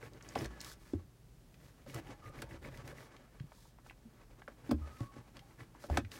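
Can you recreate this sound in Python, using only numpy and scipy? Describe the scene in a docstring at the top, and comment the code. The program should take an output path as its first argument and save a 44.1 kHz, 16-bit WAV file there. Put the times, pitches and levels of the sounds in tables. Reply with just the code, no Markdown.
"""In the small padded cabin of a parked car, a hand works the gear lever.
The lever knocks into its gates, ringing on hard hits, and thumps the console. In neutral it is rocked
from side to side, clicking over the centre detent onto rubber stops while the console rumbles.
Boot and palm rub by stick and slip, the leather creaks, the linkage ticks.
Behind it: soft hiss, a low hum and a few faint whistles from outside."""
import sys
import numpy as np
from scipy import signal
from scipy.fft import rfft, irfft, next_fast_len
from scipy.io import wavfile
from scipy.ndimage import map_coordinates

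SR = 44100
rng = np.random.default_rng(int(sys.argv[2]) if len(sys.argv) > 2 else 0)


def output_pcm(signal):
    """Save a mono or channel-first signal as 16-bit PCM at the path in sys.argv[1].

    Samples are clipped to [-1, 1] before scaling.
    """
    pcm = np.clip(np.atleast_2d(signal).T, -1, 1) * 32767
    wavfile.write(sys.argv[1], SR, np.round(pcm).astype(np.int16))


N = 272979

# Noise spectra. Each row: frequency in Hz, relative density in dB.
CABIN_AIR_SPECTRUM = [(20, -35.5), (35, 5), (55, -3.5), (85, -11.5), (122, -2.5), (170, -6.5), (230, -11),
                      (450, -17.5), (1000, -26.5), (2500, -31.5), (6000, -34), (15500, -38.5)]
LEATHER_SPECTRUM = [(60, -29), (150, 10.5), (400, 12), (900, 7), (2000, 2.5), (3500, -7.5), (6000, -9),
                    (10000, -17.5), (15500, -37)]
LEVER_RUB_SPECTRUM = [(25, -21), (50, -6.5), (85, -1), (140, 1), (230, -5), (330, 0.5), (600, -6.5),
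                      (900, -14), (1600, -59)]
BOOT_RASP_SPECTRUM = [(400, -8), (900, 2), (1300, -1.5), (1800, 2), (2500, -3.5), (3500, -11), (6000, -24)]
SKIN_HISS_SPECTRUM = [(2000, -40), (3300, 1.5), (5500, 3.5), (8000, -1), (11000, -3), (15500, -8.5)]
CRACK_SPECTRUM = [(200, -4), (600, -11), (1300, 15.5), (1900, 5), (3000, 1.5), (5200, -3), (9000, -8.5),
                  (15000, -20)]
CONSOLE_SWAY_SPECTRUM = [(20, -3), (36, 2), (55, 7), (110, -5), (250, -57)]
# Low hum. Each row: frequency in Hz, level in dB.
HUM_TONES = [(54, -64.5), (118.4, -67.5)]
# Sleeve and leather stirring. Each row: time in seconds, relative level in dB.
RUSTLE_LEVELS = [(0.0, -57.5), (0.52, -53.5), (1.03, -67.5), (1.33, -95), (1.91, -61), (2.05, -54.5),
                 (2.33, -57.5), (2.86, -60.5), (3.17, -54), (3.57, -71), (4.36, -65.5), (4.88, -54),
                 (5.29, -63.5), (5.71, -62), (6.09, -66), (6.19, -74)]
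# Hollow under the boot. Each row: centre in Hz, width in Hz, level in dB over the plain rub.
CONSOLE_RESONANCES = [(128, 65, 6), (329, 10.4, 4), (540, 18, -8), (920, 27, -15.5), (1170, 240, -2.5),
                      (1707, 47, 0.5), (2370, 130, -5), (2970, 68, -0.5)]
# Hand on knob and boot. Each row: start and end in seconds, level in dB, slip in dB (0 grips, 20 slides).
HAND_STROKES = [(0.004, 0.09, -55, 1), (0.112, 0.179, -58, -5), (0.225, 0.415, -57.5, 4),
                (0.367, 0.466, -43, -1.5), (0.596, 0.68, -60.5, 13), (0.657, 0.742, -71, 29),
                (0.795, 0.96, -70, 14), (1.595, 1.718, -67, 8.5), (1.868, 1.952, -65.5, 13),
                (1.938, 2.005, -46.5, -1), (2.08, 2.107, -85, 10), (2.944, 3.082, -59.5, 6.5),
                (3.505, 3.713, -87, 31.5), (3.844, 3.917, -67, 11.5), (4.637, 4.712, -56.5, 0),
                (4.91, 5.084, -64, 9), (5.585, 5.642, -56, -0.5), (5.798, 5.879, -66, 16.5),
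                (5.887, 5.993, -46, -3), (6.11, 6.198, -58.5, 14)]
# Linkage, knob and boot. Each row: start in seconds, relative level in dB, centre in Hz, width in octaves.
LINKAGE_TICKS = [(0.028, -36.5, 1700, 0.71), (0.1347, -46, 4460, 1.5), (0.210, -42, 1510, 1.5),
                 (0.2255, -40, 6080, 0.84), (0.2892, -33, 5900, 0.77), (0.3542, -29.5, 2820, 1.3),
                 (0.359, -25, 990, 0.64), (0.389, -30.5, 5500, 0.41), (0.446, -34.5, 3000, 2),
                 (0.4582, -32.5, 4250, 1.26), (0.6053, -30, 5250, .65), (0.6134, -30, 4400, 2.3),
                 (0.6465, -30.5, 5000, 1.8), (0.666, -37, 1335, 0.4), (0.688, -43, 1350, .6),
                 (0.716, -42, 1400, 1), (1.543, -48, 2640, 1.5), (1.9451, -31, 5080, 2.8),
                 (2.42, -31.5, 2870, 2.9), (2.7742, -41, 2600, 3.1), (2.877, -38.5, 3000, 3.5),
                 (2.984, -39.5, 2100, 0.55), (3.166, -43.5, 2770, 1.6), (3.3997, -42, 1980, 1.6),
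                 (3.520, -41, 970, 1.54), (3.583, -51.5, 880, .8), (3.655, -49.5, 840, 1.1),
                 (3.787, -45.5, 1000, 1.37), (3.864, -43, 910, 0.94), (3.8984, -37.5, 2430, .6),
                 (3.909, -41, 1050, 1.9), (4.4199, -39, 1230, 1.4), (4.4786, -33.5, 1490, 0.96),
                 (4.708, -39, 1400, 2.1), (4.7148, -31, 9500, 3), (5.3691, -39.5, 2530, 1.9),
                 (5.3931, -40.5, 2730, 1.7), (5.6067, -41.5, 1560, 1.3), (5.7506, -43.5, 1040, 0.91),
                 (6.0492, -39, 1920, 1.44), (6.1175, -34, 2980, 1.8)]
# Lever on gate. Each row: start in seconds, level in dB, pitch in Hz, swell in seconds, hardness in dB.
GATE_KNOCKS = [(0.03, -42, 445, 0.0035, -24), (0.3562, -29, 746, 0.003, -6),
               (0.3648, -26.5, 324, 0.0014, -20), (0.9344, -25.5, 322, .0032, -20.5),
               (1.8624, -47.5, 550, .005, -5.5), (1.961, -49.5, 692, 0.012, 2),
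               (2.093, -40.5, 300, 0.0018, -26), (2.4217, -49.5, 483, 0.0012, 7),
               (2.658, -45.5, 553, 0.003, -7), (4.049, -50.5, 226, 0.0095, -26),
               (4.4807, -41, 555, 0.003, -7), (4.692, -30.5, 287, 0.005, -14),
               (4.7111, -23, 265, .0048, -7), (4.7205, -30, 550, 0.0021, -14),
               (4.7245, -25, 284, 0.0043, -21), (5.005, -36.5, 292, 0.0032, -7.5),
               (5.165, -42.5, 325, 0.002, -10.5), (5.839, -42.5, 598, 0.0042, -1.5),
               (5.8993, -28, 697, 0.0012, -11.5), (5.972, -30.5, 732, 0.0041, 4.5),
               (5.9808, -27.5, 244, 0.0036, -26)]
# Lever and gate ringing. Each row: frequency in Hz, relative level in dB, T60 in seconds.
LEVER_MODES = [(229, -4.5, 0.11), (293.4, -11, 0.11), (350, -6.5, 0.08), (458, -2, 0.056),
               (561, -4.5, 0.078), (703, -1, 0.059), (820, 0.5, 0.03), (1046, -6.5, 0.061),
               (1260, -12, 0.059), (1552, -6, 0.031), (1616, -12, 0.056), (1840, -24, 0.058),
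               (2650, -11, 0.022), (3430, -13, 0.027), (3550, -12.5, 0.017), (4860, -9.5, 0.018),
               (5360, -14, 0.013), (7300, -15.5, 0.018), (9100, -19, 0.02)]
# Console taking the load. Each row: start in seconds, peak in dB, pitch in Hz.
CONSOLE_THUMPS = [(0.385, -55, 139.4), (0.457, -42, 58), (0.948, -32.5, 88), (3.406, -35, 130.5),
                  (3.441, -40.5, 140), (4.72, -33.5, 128), (4.738, -31, 76), (4.815, -37, 72),
                  (5.01, -31, 117), (5.186, -45, 115), (5.615, -47, 125.5), (5.908, -26.5, 73),
                  (5.981, -34.5, 109), (6.04, -37.5, 96)]
# Notes from outside. Each row: start in seconds, hold in seconds, pitch in Hz, relative level in dB.
WHISTLE_NOTES = [(0.485, 0.13, 1700, -60.5), (2.055, 0.033, 824, -57), (2.096, 0.056, 1730, -73),
                 (2.22, 0.054, 1216, -53), (2.42, 0.034, 900, -56.5), (4.813, 0.027, 1244, -53),
                 (4.87, 0.079, 1260, -58.5), (4.989, 0.085, 1110, -56), (5.179, 0.016, 837, -62.5),
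                 (5.418, 0.016, 800, -61)]
# Rocking in neutral. Each row: time at the detent in seconds, travel to the stop in seconds,
# rub level in dB, relative click level in dB.
NEUTRAL_ROCKS = [(1.888, 0.021, -57, -64), (2.078, 0.041, -56, -68), (2.262, 0.034, -55.5, -41.5),
                 (2.389, 0.049, -52.5, -36.5), (2.511, 0.033, -54.5, -39), (2.6475, .038, -53, -35),
                 (2.745, 0.045, -55, -40.5), (2.878, 0.048, -52, -38)]
# Cabin decay. Each row: frequency in Hz, T60 in seconds.
CABIN_DECAY = [(100, 0.33), (500, 0.076), (3000, 0.11), (12000, 0.064)]


def amp(db):
    """Decibels to gain."""
    return 10 ** (np.asarray(db) / 20)


def unit(x):
    """Scale to rms 1."""
    return x / np.sqrt(np.mean(x ** 2) + 1e-20)


def fade(t, t60_s):
    """Exponential decay, 60 dB in t60_s."""
    return np.exp(-np.log(1000) * t / t60_s)


def along(points, hz):
    """Read (Hz, value) points on a log axis."""
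    point_hz, values = np.transpose(points)
    return np.interp(np.log(hz + 1), np.log(point_hz + 1), values)


def wobble(knots_per_s, size=N):
    """Smooth random curve."""
    knots = rng.standard_normal(int(size * knots_per_s / SR) + 4)
    return map_coordinates(knots, [np.arange(size) * knots_per_s / SR])


def filtered(x, response):
    """Apply the gain response(hz)."""
    size = next_fast_len(len(x) + 8192)
    return irfft(rfft(x, size) * response(np.fft.rfftfreq(size, 1 / SR)), size)[:len(x)]


def coloured(x, spectrum):
    """Apply a (Hz, dB) spectrum; rms 1."""
    return unit(filtered(x, lambda hz: amp(along(spectrum, hz))))


def add(track, start_s, sound):
    """Mix a sound into the track."""
    part = track[max(round(start_s * SR), 0):][:len(sound)]
    part += sound[:len(part)]


def background(air_db=-62, drift_db=1):
    """Soft cabin rumble and hiss with a wavering low hum."""
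    t = np.arange(N) / SR
    air = amp(air_db + drift_db * wobble(3.825)) * coloured(rng.standard_normal(N), CABIN_AIR_SPECTRUM)
    hum = sum(amp(db + 2.5 * wobble(6)) * np.sin(2 * np.pi * hz * t + 1.5 * wobble(6))
              for hz, db in HUM_TONES)
    return air + hum


def console_gain(hz):
    """The hollow console lifts the bands around its resonances."""
    power = sum(amp(2 * db) / (1 + (2 * (hz - centre_hz) / width_hz) ** 2)
                for centre_hz, width_hz, db in CONSOLE_RESONANCES)
    return np.sqrt(1 + power)


def friction(spectrum, grains_per_s, grain_db, judder_db):
    """Stick and slip: a juddering rush plus snaps of leather grain, coloured by the console."""
    grains = (rng.random(N) < grains_per_s / SR) * (2 * rng.random(N) - 1)
    rush = rng.standard_normal(N) * amp(judder_db * wobble(130))
    return coloured(filtered(unit(rush) + amp(grain_db) * unit(grains), console_gain), spectrum)


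def rustle(gain_db=-8, flicker_db=5):
    """Boot and sleeve keep stirring with a fine, uneven crackle."""
    level_db = np.interp(np.arange(N) / SR, *np.transpose(RUSTLE_LEVELS)) + gain_db
    level_db += flicker_db * wobble(25)
    return amp(level_db) * friction(LEATHER_SPECTRUM, grains_per_s=120, grain_db=-10.5, judder_db=2)


def hand_pressure(grip_s=0.0063, release_s=0.0052, lead_share=0.78, settle_s=0.0069):
    """Body, rasp and hiss envelopes: each stroke or rock takes hold, peaks midway and lets go."""
    t, out = np.arange(N) / SR, np.zeros((3, N))
    arch_db = np.array([[2], [4], [6]])
    slip_share = np.array([[0], [0.5], [1]])
    rocks = [(detent_s - lead_share * travel_s, detent_s + travel_s + settle_s, db, 0)
             for detent_s, travel_s, db, _ in NEUTRAL_ROCKS]
    for start_s, end_s, db, slip_db in HAND_STROKES + rocks:
        active = (t > start_s - 10 * grip_s) & (t < end_s + 10 * release_s)
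        grip = (1 + np.tanh((t[active] - start_s) / grip_s)) / 2
        release = (1 + np.tanh((end_s - t[active]) / release_s)) / 2
        progress = (t[active] - start_s) / (end_s - start_s)
        arch = amp(-arch_db * (2 * progress - 1) ** 2)
        out[:, active] += amp(db + slip_db * slip_share) * grip * release * arch
    return out


def rubs(rasp_db=-7, hiss_db=-14):
    """A stroke rumbles in the lever, rasps and creaks in the boot and hisses on the skin."""
    envelopes = hand_pressure() * amp([[0], [rasp_db], [hiss_db]])
    body = friction(LEVER_RUB_SPECTRUM, grains_per_s=260, grain_db=-4, judder_db=2)
    rasp = friction(BOOT_RASP_SPECTRUM, grains_per_s=200, grain_db=0, judder_db=2.5)
    hiss = friction(SKIN_HISS_SPECTRUM, grains_per_s=300, grain_db=-5, judder_db=1.5)
    return np.sum(envelopes * [body, rasp, hiss], axis=0) + creaks(envelopes[1])


def snaps(rows, gain_db=-11, scatter_db=1.5, rise_s=0.00049, lead_s=0.0022, t60_s=0.02, ref_hz=1930):
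    """Small parts touch: a band-limited snap, then scatter from the trim, shorter at higher pitch."""
    out, t = np.zeros(N), np.arange(SR // 8) / SR
    age_s = np.maximum(t - lead_s, 0)
    for start_s, db, centre_hz, width_oct in rows:
        band = lambda hz: 1 / (1 + (np.log2((hz + 1) / centre_hz) / width_oct) ** 2) ** 3
        envelope = fade(age_s, t60_s * (ref_hz / centre_hz) ** 0.48) * (1 - np.exp(-age_s / rise_s))
        snap = filtered(signal.unit_impulse(len(t), round(lead_s * SR)), band)
        scatter = filtered(rng.standard_normal(len(t)) * envelope, band)
        tick = snap / np.linalg.norm(snap) + amp(scatter_db) * scatter / np.linalg.norm(scatter)
        add(out, start_s - lead_s, amp(db + gain_db) * np.linalg.norm(envelope) * tick)
    return out


def creaks(rasp_envelope, rate_per_s=30, boost_db=13.5, spread_db=3,
           centre_hz=1860, spread_oct=0.43, width_oct=0.76, candidates=500):
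    """The boot's folds snap at random, as loudly as they are rubbed."""
    position, chance = rng.random((2, candidates))
    size, pitch = rng.standard_normal((2, candidates))
    level = rasp_envelope[(position * N).astype(int)]
    db = 20 * np.log10(level + 1e-9) + boost_db + spread_db * size
    hz = centre_hz * 2 ** (spread_oct * pitch)
    rows = np.transpose([position * N / SR, db, hz, np.full(candidates, width_oct)])
    fires = (level > 0) & (chance * candidates < rate_per_s * N / SR)
    return snaps(rows[fires])


def ticks(detent_hz=1970, detent_width_oct=0.52):
    """The linkage ticks; the centre detent clicks once per rock."""
    clicks = [(detent_s, db, detent_hz, detent_width_oct) for detent_s, _, _, db in NEUTRAL_ROCKS]
    return snaps(LINKAGE_TICKS + clicks)


def knock(db, hz, swell_s, hardness_db, ring_db=-5, spread_db=1,
          crack_db=-2.5, crack_db_per_db=1.79, crack_t60_s=0.032, rise_s=0.00016):
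    """A cushioned contact swells for a few cycles; a hard one also cracks and rings the lever."""
    t = np.arange(SR // 5) / SR
    mode_hz, mode_db, mode_t60_s = np.transpose(LEVER_MODES)[:, :, None]
    clunk = (t / swell_s) ** 2 * np.exp(2 * (1 - t / swell_s)) * np.sin(2 * np.pi * hz * t)
    strength = amp(mode_db + spread_db * rng.standard_normal(mode_db.shape))
    polarity = (-1) ** np.arange(len(LEVER_MODES))[:, None]
    ring = -np.sum(polarity * strength * fade(t, mode_t60_s) * np.sin(2 * np.pi * mode_hz * t), axis=0)
    crack = coloured(rng.standard_normal(len(t)), CRACK_SPECTRUM) * fade(t, crack_t60_s)
    metal = amp(hardness_db + ring_db) * ring + amp(crack_db_per_db * hardness_db + crack_db) * crack
    return amp(db) * (clunk + metal * (1 - np.exp(-t / rise_s)))


def lever_knocks(stop_over_rub_db=3.5):
    """The lever hits its gates, and a rubber stop at the end of each rock."""
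    out = np.zeros(N)
    for start_s, db, hz, swell_s, hardness_db in GATE_KNOCKS:
        add(out, start_s, knock(db, hz, swell_s, hardness_db))
    for detent_s, travel_s, rub_db, _ in NEUTRAL_ROCKS:
        stop = knock(rub_db + stop_over_rub_db, hz=540, swell_s=0.0039, hardness_db=-15)
        add(out, detent_s + travel_s, stop)
    return out


def console_thumps(rise_s=0.0019, t60_s=0.11, ref_hz=112.3, overtone_ratio=1.73, overtone_db=-14,
                   nudge_hz=132, nudge_over_rub_db=7.5):
    """The loaded panel booms in two modes, longer at lower pitch; each rock nudges it too."""
    out, t = np.zeros(N), np.arange(SR * 2 // 3) / SR
    nudges = [(detent_s + travel_s, rub_db + nudge_over_rub_db, nudge_hz)
              for detent_s, travel_s, rub_db, _ in NEUTRAL_ROCKS]
    for start_s, db, hz in CONSOLE_THUMPS + nudges:
        decay = fade(t, t60_s * (ref_hz / hz) ** 2.57)
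        overtone = amp(overtone_db) * decay * np.sin(2 * np.pi * hz * overtone_ratio * t)
        boom = (np.sin(2 * np.pi * hz * t) + overtone) * decay * (1 - np.exp(-t / rise_s))
        add(out, start_s, -amp(db) * boom / np.abs(boom).max())
    return out


def whistles(gain_db=-3, rise_s=0.0033, tail_t60_s=0.44):
    """Thin, distant tones, blurred and drawn out by street echoes."""
    out, t = np.zeros(N), np.arange(SR // 2) / SR
    for start_s, hold_s, hz, db in WHISTLE_NOTES:
        blur = 0.75 + 0.4 * (wobble(160, len(t)) + 1j * wobble(160, len(t)))
        envelope = (1 - np.exp(-t / rise_s)) * fade(np.maximum(t - hold_s, 0), tail_t60_s)
        tone = np.real(blur * np.exp(2j * np.pi * hz * t))
        add(out, start_s, amp(db + gain_db) * envelope * tone)
    return out


def console_sway(gain_db=-7, reach_s=0.11):
    """The moving console rumbles deeply around each rock."""
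    t = np.arange(N) / SR
    load = sum(amp(db) * np.exp(-((t - detent_s) / reach_s) ** 2) for detent_s, _, db, _ in NEUTRAL_ROCKS)
    return amp(gain_db) * load * coloured(rng.standard_normal(N), CONSOLE_SWAY_SPECTRUM)


def cabin_reverb(x, delay_samples=SR // 300):
    """Seats and trim return a very short tail, shortest in the treble."""
    hz, t, noise = signal.stft(rng.standard_normal(SR // 4), SR, nperseg=256)
    decay = fade(t, along(CABIN_DECAY, hz)[:, None])
    _, tail = signal.istft(noise * decay, SR, nperseg=256)
    response = np.pad(tail / np.linalg.norm(tail), (delay_samples, 0))
    return signal.fftconvolve(x, response)[:N]


def scene(reverb_db=-10):
    """Mono mix; background and console bass stay dry."""
    low = background() + console_thumps() + console_sway()
    upper = rustle() + whistles() + lever_knocks() + ticks() + rubs()
    return (upper + amp(reverb_db) * cabin_reverb(upper) + low)[None]


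def record(dry, low_cut_hz=18, top_hz=15950):
    """The microphone loses the deepest bass and all above its band limit."""
    response = lambda hz: (hz < top_hz) * hz ** 2 / (hz ** 2 + low_cut_hz ** 2)
    return np.array([filtered(x, response) for x in dry])


dry = scene()
out = record(dry)
output_pcm(out)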